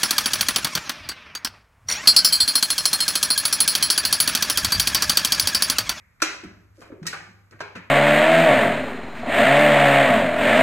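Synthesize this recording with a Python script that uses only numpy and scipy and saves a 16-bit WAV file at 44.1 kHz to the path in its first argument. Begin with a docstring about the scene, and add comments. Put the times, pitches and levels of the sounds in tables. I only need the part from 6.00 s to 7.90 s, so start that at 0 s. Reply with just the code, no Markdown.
"""At the edge of a wooden staircase, heard from above, a cat bats a small hard toy about.
Each knock is a noise-burst clatter, thickened by close walls, with decaying modes and a stairwell tail.
Faint swells of grainy noise rise around some onsets; ragged rings and falling thuds sound in the treads.
Underneath lie shaped room noise, a faint wavering hum and a band of noise that dies away."""
import sys
import numpy as np
from scipy import signal
from scipy.fft import rfft, irfft
from scipy.io import wavfile
from scipy.ndimage import uniform_filter1d

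SR = 44100
rng = np.random.default_rng(int(sys.argv[2]) if len(sys.argv) > 2 else 0)


def digitize_waveform(pressure):
    """Quantize a signal to 16-bit integers and store it at the path in sys.argv[1].

    Rows of a 2-D input are taken as channels; values are limited to [-1, 1].
    """
    field = np.atleast_2d(pressure).T
    bounded = np.clip(field, -1, 1)
    quanta = np.round(bounded * 32767).astype(np.int16)
    wavfile.write(sys.argv[1], SR, quanta)


N = 83790  # scene length [samples]


def amp(db):
    """Level to gain: 20 dB is a factor of ten in amplitude."""
    return 10 ** (np.asarray(db) / 20)


def evened(x):
    """RMS normalisation: scales to mean power 1."""
    return x / np.sqrt(np.mean(x ** 2) + 1e-20)


def unit(x):
    """Energy normalisation: scales to a mean energy of 1 per channel."""
    return evened(x) / np.sqrt(x.shape[-1])


def read(points, hz):
    """Logarithmic frequency scale: interpolates a table along it."""
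    f, value = np.transpose(points)
    return np.interp(np.log(hz + 1), np.log(f + 1), value)


def add(mix, s, sound):
    """Superposition: adds a sound to the stereo mix at time s [s]."""
    part = mix[:, round(s * SR):][:, :sound.shape[1]]
    part += sound[:, :part.shape[1]]


def noise_pair(same, size):
    """Partial coherence: mid and side noise give two ports the likeness in the table."""
    a, b = rfft(rng.standard_normal((2, size)))
    likeness = np.clip(read(same, np.fft.rfftfreq(size, 1 / SR)), 0, 1)
    mid = a * np.sqrt((1 + likeness) / 2)
    side = b * np.sqrt((1 - likeness) / 2)
    return irfft([mid + side, mid - side], size)


def colour(x, db):
    """Minimum phase: the Hilbert transform of log gain makes a causal filter from a level per bin."""
    log_gain = np.log(amp(np.concatenate([db, db[-2:0:-1]])))
    response = np.exp(np.conj(signal.hilbert(log_gain)))[:len(db)]
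    return irfft(rfft(x) * response)


# bands whose levels depend on how the toy lands: bass, low mids, clack, treble, top
# (low edge [Hz], high edge [Hz])
KNOCK_BANDS = [(220, 500), (500, 1100), (1100, 3000), (4000, 9000), (10500, 14000)]
# broad spectral colour of the knocks, with a narrow dip near 10 kHz
# (frequency [Hz], relative level [dB])
KNOCK_COLOUR = [(60, -25), (150, -13.5), (220, -18), (320, -11), (490, -12), (570, -10), (870, -9.5),
                (1140, -3.5), (1300, -0.5), (1550, 1.5), (2100, -3.5), (2450, -3), (2780, -11),
                (3150, -10.5), (3520, -17.5), (3800, -10.5), (5300, -14), (7000, -20), (9000, -19.5),
                (9900, -38), (10700, -19.5), (13600, -31.5), (15000, -59)]
# ringing modes of toy on wood (frequency [Hz], relative level [dB], t60 [s])
RINGING_MODES = [(319.5, -7, 0.2), (1321, -2, .22), (1522, -10.5, 0.56), (1772, -10, 0.2), (2385, 0, 0.2),
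                 (2566, -2, 0.27), (2580, -9.5, 0.33), (3750, -10, 0.24), (5549, -7.5, 0.46),
                 (6380, -6, 0.15), (6880, -0.5, 0.16), (7180, -2, 0.33), (7400, -6, .25)]
RISE_S = 0.0017
CLATTER_FALL = 2.1  # exponent of the decay: above 1, it holds and then drops
CLATTER_GRAIN_DB, DIRECT_SAME = 4, 0.84  # rms unevenness; left-right likeness (0-1)
NEAR_DB, NEAR_S = -1.5, 0.014  # near reflections: energy relative to the clatter, decay constant
RIPPLE_DB, RIPPLE_HZ = 4, 39.63  # fine unevenness of each knock's resonances: size, spacing
KNOCK_GAIN_DB = 65.5


def knock(length, ring_db, band_db):
    """Impact excitation: contacts set off near reflections, damped modes and a diffuse tail."""
    t, hz = np.arange(SR) / SR, np.fft.rfftfreq(SR, 1 / SR)
    rise = 1 - np.exp(-t / RISE_S)

    grain = evened(uniform_filter1d(rng.standard_normal(SR), size=30))
    contacts = amp(CLATTER_GRAIN_DB * grain)
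    fall = np.exp(-(t / length) ** CLATTER_FALL)
    clatter = unit(noise_pair([(1, DIRECT_SAME)], SR) * contacts * rise * fall)
    near = amp(NEAR_DB) * unit(noise_pair(TAIL_LIKENESS, SR) * rise * np.exp(-t / NEAR_S))

    ring = np.zeros(SR)
    for f, db, t60 in RINGING_MODES:
        mode = np.sin(2 * np.pi * (f * t + rng.random()))
        ring += amp(db) * unit(rise * amp(-60 * t / t60) * mode)

    ripple_steps = np.clip(rng.standard_normal(SR), -2, 2)
    ripple = RIPPLE_DB * np.interp(hz / RIPPLE_HZ, np.arange(SR), ripple_steps)
    reflected = colour(near + stairwell(), ripple)

    body = read(KNOCK_COLOUR, hz)
    touch = []
    for (low, high), db in zip(KNOCK_BANDS, band_db):
        # bins are 1 Hz apart, so the band edges also index them
        body_power_db = 10 * np.log10(np.sum(amp(body[low:high]) ** 2))
        touch.append((np.sqrt(low * high), db - body_power_db))
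    return colour(clatter + amp(ring_db) * ring + reflected, body + read(touch, hz) + KNOCK_GAIN_DB)


# knocks of the toy (time [s], clatter length [s], ringing level [dB],
# then relative level [dB] of: bass, low mids, clack, treble, top)
TOY_KNOCKS = [(0.2188, 0.012, -17, -35.5, -30.5, -21, -14.5, -32),
              (0.435, 0.011, -19.5, -48, -48, -44, -54, -63),
              (0.815, 0.067, -31, -44, -45.5, -46, -51.5, -58),
              (0.918, 0.011, -19.5, -38, -47.5, -52.5, -75, -81),
              (1.028, 0.0071, -25, -43, -51.5, -48, -52.5, -68),
              (1.054, 0.015, -24, -42, -51.5, -43, -47.5, -61),
              (1.0657, 0.0093, -22.5, -42, -46.5, -34.5, -21, -34),
              (1.1305, 0.02, -27, -43, -38, -30.5, -42.5, -52),
              (1.509, .008, -26, -55, -58.5, -60.5, -53.5, -67.5),
              (1.521, 0.021, -24.5, -45.5, -53.5, -47.5, -75, -73),
              (1.6032, 0.015, -31, -41, -32, -32, -38, -58),
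              (1.752, 0.03, -20.5, -40.5, -43, -33, -46, -62)]


def knocks():
    """Superposition of impacts: every knock of the toy at its own time."""
    out = np.zeros((2, N))
    for s, length, ring_db, *band_db in TOY_KNOCKS:
        add(out, s, knock(length, ring_db, band_db))
    return out


# faint swells of noise before some knocks
# (time [s], length of swell [s], level at end of swell [dB], treble lift [dB])
NOISE_SWELLS = [(0.196, 0.044, -42.5, -1), (0.744, 0.07, -61, 11.5), (1.59, 0.011, -46.5, -6)]
SWELL_GRAIN_DB = -5  # rms unevenness of the noise


def noise_swells():
    """Amplitude envelope: grainy noise in the knocks' colour rises around the onset, then decays."""
    out = np.zeros((2, N))
    t, hz = np.arange(SR) / SR, np.fft.rfftfreq(SR, 1 / SR)
    for s, length, db, lift_db in NOISE_SWELLS:
        unevenness = evened(uniform_filter1d(rng.standard_normal(SR), size=90))
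        grain = evened(amp(SWELL_GRAIN_DB * unevenness))
        tilt = read([(2500, 0.0033), (6000, lift_db)], hz)
        noise = evened(colour(noise_pair(TAIL_LIKENESS, SR) * grain, read(KNOCK_COLOUR, hz) + tilt))
        swell = np.sqrt(t / length) * np.exp(-np.maximum(t - length, 0) / NEAR_S)
        add(out, s, amp(db) * noise * swell)
    return out


THUMP_WIDTH = 0.27  # half-width of the ragged band in natural log of frequency, to 1/e


def ragged(pitch):
    """Narrow-band noise: one second of random vibration around a pitch [Hz]."""
    hz = np.fft.rfftfreq(SR, 1 / SR)
    band = np.exp(-(np.log((hz + 1) / pitch) / THUMP_WIDTH) ** 2)
    return evened(irfft(rfft(rng.standard_normal(SR)) * band))


# rings left in the wood, at a pitch that depends on the spot struck
# (time [s], pitch [Hz], level before rise and decay [dB], t60 [s])
WOOD_RINGS = [(0.222, 325, -18.5, 0.059), (0.222, 613, -21, 0.053), (0.461, 77.3, -40.5, 0.14),
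              (0.459, 188, -46, 0.51), (0.974, 368, -47, 0.3), (1.042, 163, -33.5, 0.195),
              (1.072, 1889, -26.5, 0.078), (1.134, 796.6, -40.5, 0.28), (1.285, 196, -50, 0.28),
              (1.526, 338, -51, 0.16), (1.605, 625, -28.5, 0.035), (1.605, 962, -36.5, 0.19),
              (1.613, 410.4, -40, 0.25), (1.796, 187, -44, 0.13)]
THUMP_RISE_S, THUMP_NOISE = 0.0033, 0.49  # rise constant; raggedness added to the sine


def thumps():
    """Damped resonance: a struck tread rings at a slightly ragged pitch."""
    out, t = np.zeros((2, N)), np.arange(SR) / SR
    for s, pitch, db, t60 in WOOD_RINGS:
        ring = np.sin(2 * np.pi * pitch * t) + THUMP_NOISE * ragged(pitch)
        envelope = (1 - np.exp(-t / THUMP_RISE_S)) * amp(db - 60 * t / t60)
        add(out, s, (ring * envelope)[None])
    return out


# short dead thuds of paw and toy
# (time [s], length [s], first pitch [Hz], last pitch [Hz], nominal peak level [dB])
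TREAD_THUDS = [(0.2211, 0.0063, 1384, 1336, -13), (0.435, 0.037, 338, 252, -34.5),
               (0.437, 0.062, 200.8, 186.4, -38.5), (0.777, 0.044, 606, 401, -51),
               (0.781, 0.034, 376, 215.7, -47), (0.899, 0.042, 597, 447, -43),
               (0.903, 0.011, 298, 273, -40), (0.923, 0.018, 357.5, 183.8, -37.5),
               (0.935, 0.018, 463, 356.4, -39.5), (1.017, 0.028, 169.3, 155.6, -33),
               (1.128, 0.014, 1556, 1338, -29), (1.533, 0.05, 120.6, 97, -47.5),
               (1.756, 0.0433, 573, 384, -45.5), (1.762, 0.046, 249.8, 151, -38.5)]
THUD_ROUGH = 0.41  # unevenness of the contact
THUD_SKEW = 0.53  # under 1: a thud swells faster than it fades


def thuds():
    """Bending-wave dispersion: a flexing tread's treble arrives first, so each thud falls in pitch."""
    out, t = np.zeros((2, N)), np.arange(SR) / SR
    for s, length, first_hz, last_hz, db in TREAD_THUDS:
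        u = t[t < length] / length
        pitch = first_hz * (last_hz / first_hz) ** u
        glide = np.sin(2 * np.pi * np.cumsum(pitch) / SR)
        push = evened(glide + THUD_ROUGH * ragged(pitch.mean())[:len(u)]) / np.sqrt(2)
        add(out, s, (amp(db) * np.sin(np.pi * u ** THUD_SKEW) * push)[None])
    return out


THUMP_ROOM_DB = -7  # gain of the stairwell behind the blows


def treads():
    """Room response by convolution: rings and thuds with the stairwell behind them."""
    blows = thumps() + thuds()
    return blows + amp(THUMP_ROOM_DB) * signal.fftconvolve(blows, stairwell(), axes=1)[:, :N]


# stairwell decay (frequency [Hz], t60 [s])
STAIRWELL_DECAY = [(100, 0.5), (280, 0.91), (600, 0.6257), (1600, 0.5763), (3800, 0.5085), (6500, 0.5),
                   (9000, 0.43), (13000, 0.26)]
# strength of the stairwell tail (frequency [Hz], relative level [dB])
TAIL_LEVEL = [(100, -4), (300, -4.5), (700, 2.5), (1500, -1), (2400, 6), (4000, -1.5), (7000, -5.5),
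              (13000, -4)]
# left-right likeness of diffuse sound (frequency [Hz], coherence [0-1])
TAIL_LIKENESS = [(100, 0.93), (300, 0.7), (700, 0.2), (1500, 0.5), (3000, 0.03), (7000, 0.95),
                 (13000, 0.21)]
TAIL_RISE_S = 0.011


def stairwell():
    """Diffuse reverberation: one second of noise decaying by frequency, the top treble soonest."""
    hz, t, z = signal.stft(noise_pair(TAIL_LIKENESS, SR), SR, nperseg=256)
    decay_db = -60 * t / read(STAIRWELL_DECAY, hz)[:, None]
    level_db = read(TAIL_LEVEL, hz)[:, None] + decay_db
    tail = signal.istft(z * amp(level_db), SR, nperseg=256)[1][:, :SR]
    rise = 1 - np.exp(-np.arange(SR) / SR / TAIL_RISE_S)
    return tail * rise / np.sqrt(0.032 * SR)


FADING_HZ, FADING_WIDTH_HZ = 2060, 480  # centre, half-width to 1/e
FADING_DB, FADING_T60 = -60.5, 0.8  # starting level, t60 [s]


def fading_ring():
    """Free decay: a band of sound still hanging in the stairwell at the start dies away."""
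    t, hz = np.arange(N) / SR, np.fft.rfftfreq(N, 1 / SR)
    band = np.exp(-((hz - FADING_HZ) / FADING_WIDTH_HZ) ** 2)
    ring = evened(irfft(rfft(noise_pair(TAIL_LIKENESS, N)) * band, N))
    return ring * amp(FADING_DB - 60 * t / FADING_T60)


# level of the hum before its waver (time [s], level [dB])
HUM_COURSE = [(0, -64.5), (.18, -81), (.45, -59.5), (1.9, -59.5)]
HUM_HZ, HUM_WAVER = 100.7, 0.37  # pitch; rms depth of the waver


def hum():
    """Amplitude modulation: slow noise makes a steady low tone waver."""
    t, hz = np.arange(N) / SR, np.fft.rfftfreq(N, 1 / SR)
    waver = evened(irfft(rfft(rng.standard_normal(N)) * np.exp(-hz / 6), N))
    tone = np.sqrt(2) * np.sin(2 * np.pi * HUM_HZ * t) * (1 + HUM_WAVER * waver)
    return amp(np.interp(t, *np.transpose(HUM_COURSE))) * tone


# spectrum of the room noise (frequency [Hz], relative level per Hz [dB])
ROOM_SPECTRUM = [(20, -18), (70, 9), (110, -1), (170, -2.5), (300, -15), (800, -17.5), (1200, -11.5),
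                 (2000, -16.5), (3000, -28.5), (8500, -29), (10000, -42), (11500, -24), (13800, -34.5),
                 (15500, -53)]
FLOOR_DB = -61  # rms level


def room_noise():
    """Spectral shaping: filtered white noise gives a dull, steady background."""
    hz = np.fft.rfftfreq(N, 1 / SR)
    shaped = irfft(rfft(noise_pair(TAIL_LIKENESS, N)) * amp(read(ROOM_SPECTRUM, hz)), N)
    return amp(FLOOR_DB) * evened(shaped)


def scene():
    """Linear superposition: knocks, swells, treads and background sum."""
    return knocks() + noise_swells() + treads() + fading_ring() + hum() + room_noise()


# phase lag of the right port behind the left (frequency [Hz], lag [rad])
RIGHT_PORT_LAG = [(0, 0.33), (1600, 0.32), (2500, 0.51), (3400, 2.56), (5000, 3.49), (8400, 8.54),
                  (14000, 10.6)]
EDGE_HZ = 15200  # upper band limit


def record(dry):
    """Phase difference between ports: the right one lags by frequency; a low-pass limits the band."""
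    lag = np.interp(np.fft.rfftfreq(2 * N, 1 / SR), *np.transpose(RIGHT_PORT_LAG))
    right = irfft(rfft(dry[1], 2 * N) * np.exp(-1j * lag))[:N]
    low_pass = signal.firwin(255, EDGE_HZ, window=("kaiser", 9), fs=SR)
    return signal.oaconvolve(np.array([dry[0], right]), low_pass[None], "same")


dry = scene()
out = record(dry)
digitize_waveform(out)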